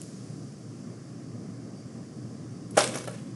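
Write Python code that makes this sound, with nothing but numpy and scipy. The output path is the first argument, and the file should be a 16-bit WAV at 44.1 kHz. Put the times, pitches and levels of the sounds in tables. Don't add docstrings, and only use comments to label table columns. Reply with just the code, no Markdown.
import sys
import numpy as np
from scipy import signal
from scipy.fft import rfft, irfft, next_fast_len
from scipy.io import wavfile
from scipy.ndimage import uniform_filter1d, map_coordinates

SR = 44100
rng = np.random.default_rng(int(sys.argv[2]) if len(sys.argv) > 2 else 0)


def makeup_ratio(level_db):
    decades = np.asarray(level_db, float) / 20
    return 10 ** decades


def persist_wave(psi):
    counts = np.round(np.clip(psi, -1, 1) * 32767).astype(np.int16)
    wavfile.write(sys.argv[1], SR, np.atleast_2d(counts).T)


N = 147735
LANDING_S = 2.76

# [t/s, level/dB]
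KNOCKS = [(2.7693, -17.5), (2.7735, -9.5), (2.7762, -12), (2.7782, -6), (2.7796, -8.5), (2.7835, -19),
          (2.802, -21), (2.812, -23), (2.823, -39), (2.855, -38), (2.896, -35), (2.932, -42), (2.955, -22),
          (2.971, -25.5), (3.076, -27), (3.083, -23)]
# [f/Hz, level/dB, t60/s]
TUBE_MODES = [(200, -31, .05), (300, -7.5, 0.027), (378, -4.5, 0.043), (516, -15, .03), (539, -0.5, 0.042),
              (618, 3, 0.029), (724, -5.5, .025), (786, -3.5, 0.04), (1073, -9.5, 0.027), (1346, -9, 0.061),
              (1436, -13, 0.062), (1692, -7, 0.03), (2220, -11.5, 0.073), (3006, -13, 0.024)]
# [t/s, peak level/dB, f/Hz, t60/s]
CLICKS = [(0.01, -36, 8050, 0.0069), (0.0162, -29.5, 7190, 0.0089), (0.0165, -26.5, 9740, 0.0076),
          (.033, -40, 10260, .01), (2.7093, -45, 7660, .03), (2.7086, -37.5, 10400, .02),
          (2.77, -28, 9000, .02), (2.775, -18, 9500, 0.014), (2.789, -13.5, 5800, 0.012),
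          (2.790, -18, 9550, 0.011), (2.806, -17.5, 5620, 0.029), (2.821, -18.5, 9100, .012),
          (2.834, -19.5, 3900, .012), (2.839, -19.5, 8620, 0.024), (2.841, -18.5, 3450, 0.013),
          (2.876, -15, 7050, 0.005), (2.889, -26, 9560, 0.0083), (2.956, -29, 9420, 0.014),
          (2.9567, -23.5, 5700, 0.01), (2.961, -26, 10170, 0.012), (2.9744, -22, 6030, 0.0076),
          (2.983, -29.5, 5560, 0.011), (2.986, -27.5, 10300, 0.013), (3.0755, -36.5, 9530, 0.042),
          (3.076, -44, 4700, 0.016), (3.0738, -31.5, 1080, 0.063), (2.944, -32, 5730, 0.037),
          (3.04, -44, 6000, .04), (3.093, -42, 6300, .02), (3.111, -41, 9500, 0.02)]
# [t/s, level/dB]
RATTLE = [
    (2.77, -24),
    (2.776, -18),
    (2.83, -29),
    (2.842, -31.5),
    (2.848, -33),
    (2.915, -44),
          (2.92, -39.5),
    (2.956, -37),
    (3.03, -48.5),
    (3.046, -43.5),
    (3.062, -52.5),
    (3.076, -48),
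    (3.098, -48.5),
    (3.2, -54),
]
# [f/Hz, level/dB per Hz]
CLATTER_COLOUR = [(530, -26), (900, 8), (1330, 1), (1870, -5.5), (2170, -3), (4270, -8), (8860, -5),
                  (11000, -9), (12200, -47), (15800, -66), (22000, -120)]
# [f/Hz, t60/s]
ROOM_DECAY = [(200, 1), (700, 0.29), (2500, 0.44), (10000, 0.35)]
# [t/s, level/dB]
AIRFLOW = [(0.0, -44), (0.45, -39), (0.51, -48), (0.7, -41), (1.05, -42.5), (1.07, -42), (1.31, -41),
           (1.36, -34.5), (1.46, -41), (1.76, -40.5), (1.79, -45.5), (2.03, -37), (2.07, -49), (2.12, -40),
           (2.72, -39.5)]
# [f/Hz, level/dB per Hz]
RUMBLE_COLOUR = [(15, -93), (25, -79), (81, -19), (95, -16.5), (118, -4), (151, -3.5), (281, -8),
                 (387, -16), (950, -31), (1240, -33.5), (2090, -120)]
AIR_COLOUR = [(400, -62), (800, -24), (1050, -2.5), (1350, -1), (1800, -4), (2500, -9), (4100, -13),
              (5300, -24), (9000, -120)]
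HISS_COLOUR = [(2350, -53), (4000, -16.5), (4580, 0), (5360, 1), (5800, 0), (9500, -6.5), (11000, -12.5),
               (11500, -26), (12200, -42), (15800, -70), (22000, -120)]
FADING_HISS_COLOUR = [(1200, -120), (1800, -14), (3500, -6), (5500, 3.5), (8000, -0.5), (10500, -2.5),
                      (11600, -20), (12300, -120)]
# [f/Hz, level/dB]
WHINES = [(1109, -82), (4420, -89), (4707, -84), (6121, -82)]
# [f/Hz, width/Hz, depth 0-1]
DESK_DIPS = [(894, 50, 0.73), (1470, 26, 0.46)]


def unit(x):
    return x / np.sqrt(np.mean(x ** 2) + 1e-20)


def along(points, hz):
    f, value = np.transpose(points)
    return np.interp(np.log(hz + 1), np.log(f + 1), value)


def wobble(rate):
    knots = rng.standard_normal(int(N * rate / SR) + 4)
    return map_coordinates(knots, [np.arange(N) * rate / SR])


def filtered(x, response):
    m = next_fast_len(N + SR // 2)
    return irfft(rfft(x, m) * response(np.fft.rfftfreq(m, 1 / SR)), m)[:N]


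def knocks():
    push = np.zeros(N)
    for s, db in KNOCKS:
        push[round(s * SR):][:16] += makeup_ratio(db - 26.5) * np.hanning(16)
    return tube(push)


def tube(force):
    t = np.arange(SR // 4) / SR
    ring = sum(makeup_ratio(db - 60 * t / t60) * np.sin(2 * np.pi * hz * t) for hz, db, t60 in TUBE_MODES)
    return signal.fftconvolve(force, ring)[:N]


def clicks():
    rings, cracks = np.zeros((2, N))
    t = np.arange(SR // 20) / SR
    for s, db, hz, t60 in CLICKS:
        drift, noise = rng.standard_normal((2, len(t)))
        here = slice(round(s * SR), round(s * SR) + len(t))
        onset = 1 - np.exp(-t / 0.00045)
        tone = np.sin(2 * np.pi * hz * t + 0.33 * np.cumsum(drift))
        rings[here] += makeup_ratio(db - 60 * t / t60) * onset * tone
        if s > LANDING_S and hz > 3000:
            onset = 1 - np.exp(-t / 0.0005)
            cracks[here] += makeup_ratio(db - 4 - 60 * t / (0.7 * t60)) * onset * noise
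    return rings + filtered(cracks, lambda hz: makeup_ratio(along(CLATTER_COLOUR, hz) + 8))


def rattle():
    fizz_db, boom_db, fade_db_per_s, hits_per_s = -3.5, -4.5, 80, 5000
    t = np.arange(N) / SR
    landed = t > LANDING_S
    s, db = np.transpose(RATTLE)
    strength_db = np.interp(t, s, db, left=-140) - fade_db_per_s * np.maximum(t - s[-1], 0)
    swell_s, swell_peak_db, swell_db_per_s = 2.7692, -42.5, 700
    swell_level_db = np.where(t < swell_s, swell_peak_db + swell_db_per_s * (t - swell_s), -140)

    grains = chips()
    grains = 1.1 * grains / np.std(grains[landed])
    clumped = (grains + rng.standard_normal(N)) * makeup_ratio(2 * wobble(90))
    fizz = filtered(clumped, lambda hz: makeup_ratio(along(CLATTER_COLOUR, hz)))
    fizz = fizz / np.std(fizz[landed])

    hits = (rng.random(N) < hits_per_s / SR) * rng.standard_normal(N)
    hits = unit(hits * makeup_ratio(2.5 * wobble(300)))
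    boom = tube(hits * makeup_ratio(strength_db)) / np.std(tube(hits))
    return (makeup_ratio(fizz_db + strength_db) + makeup_ratio(swell_level_db)) * fizz + makeup_ratio(boom_db) * boom


def chips():
    chips_per_s, centre_hz, octaves, cycles, spread_db = 3000, 5500, 1.1, 3.5, 2
    start = round(LANDING_S * SR) - 2000
    count = round(chips_per_s * (N / SR - LANDING_S))
    at, pitch, size = rng.random(count), rng.standard_normal(count), rng.exponential(size=count)
    hz = np.clip(centre_hz * 2 ** (octaves * pitch), 1500, 11500)[:, None]
    k = np.arange(400)
    level = makeup_ratio(spread_db * size)[:, None] * np.sqrt(hz)
    rings = level * np.exp(-k / SR * hz / cycles) * np.sin(2 * np.pi * hz * k / SR)
    where = (start + at * (N - start)).astype(int)[:, None] + k
    return np.bincount(where.ravel(), rings.ravel(), N + 400)[:N]


def room(x):
    wall_s = 0.006
    hz, t, z = signal.stft(rng.standard_normal(SR), SR, nperseg=256)
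    decay = makeup_ratio(-60 * t / along(ROOM_DECAY, hz)[:, None])
    tail = signal.istft(z * decay, SR, nperseg=256)[1]
    delayed = np.pad(x, (round(wall_s * SR), 0))
    return signal.fftconvolve(delayed, tail / np.linalg.norm(tail))[:N]


def ventilation():
    t = np.arange(N) / SR
    flow_db = np.interp(t, *np.transpose(AIRFLOW))
    flow_db = flow_db - flow_db.mean()
    rumble = makeup_ratio(-40.84 + 0.48 * flow_db + 0.65 * wobble(12)) * rush(RUMBLE_COLOUR, patchy_db=0.5)
    hum = np.sin(2 * np.pi * 115.9 * t + 2.13 * wobble(4.99))
    hum = makeup_ratio(-48.5 + 1.9 * flow_db + 2.8 * wobble(7.1)) * hum
    air = makeup_ratio(-63 + 0.3 * wobble(3.21)) * rush(AIR_COLOUR, patchy_db=0.8)
    whine = np.zeros(N)
    for hz, db in WHINES:
        whine += makeup_ratio(db + 5 + 2 * wobble(6)) * np.sin(2 * np.pi * hz * t + 1.5 * wobble(9))
    squeaks = squeak(s=0.168, length_s=0.014, hz=6560, db=-57)
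    squeaks = squeaks + squeak(s=1.79, length_s=0.035, hz=4730, db=-60.5)
    return rumble + hum + air + whine + squeaks


def squeak(s, length_s, hz, db):
    t = np.arange(N) / SR
    swell = np.exp(-((t - s) / length_s) ** 2)
    return makeup_ratio(db) * swell * np.sin(2 * np.pi * hz * t + 0.75 * wobble(60))


def hiss():
    pulse_hz, pulse_db = 29.9, 0.26
    t = np.arange(N) / SR
    pulse = sum(np.cos(2 * np.pi * k * pulse_hz * t) for k in range(1, 4))
    fan_db = -60.5 + pulse_db * pulse + 0.35 * wobble(3.5)
    fading = makeup_ratio(-55) * np.exp(-t / 0.42) * rush(FADING_HISS_COLOUR, patchy_db=0.5)
    return makeup_ratio(fan_db) * rush(HISS_COLOUR, patchy_db=0.2) + fading


def rush(colour, patchy_db):
    z = signal.stft(rng.standard_normal(N + 512), nperseg=512)[2]
    field = uniform_filter1d(rng.standard_normal(z.shape), 5, 0)
    field = unit(uniform_filter1d(field, 12, 1))
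    x = signal.istft(z * makeup_ratio(patchy_db * field), nperseg=512)[1][:N]
    return unit(filtered(x, lambda hz: makeup_ratio(along(colour, hz))))


def scene():
    room_db, low_cut_hz, roll_hz, roll_db_per_khz = -8.5, 220, 11400, 34
    ticks = filtered(clicks(), lambda hz: makeup_ratio(-roll_db_per_khz * np.maximum(hz - roll_hz, 0) / 1000))
    drop = knocks() + ticks + rattle()
    drop = filtered(drop, lambda hz: (1j * hz / (low_cut_hz + 1j * hz)) ** 2)
    return (drop + makeup_ratio(room_db) * room(drop) + ventilation() + hiss())[None]


def band_limit(x):
    return signal.sosfilt(signal.butter(12, 12300, fs=SR, output="sos"), x)


def record(dry):
    def microphone(hz):
        response = np.clip((12300 - hz) / 300, 0, 1)
        for centre, width, depth in DESK_DIPS:
            response = response * (1 - depth / (1 + ((hz - centre) / width) ** 2))
        return response

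    return band_limit(filtered(dry[0], microphone)[None])


dry = scene()
out = record(dry)
persist_wave(out)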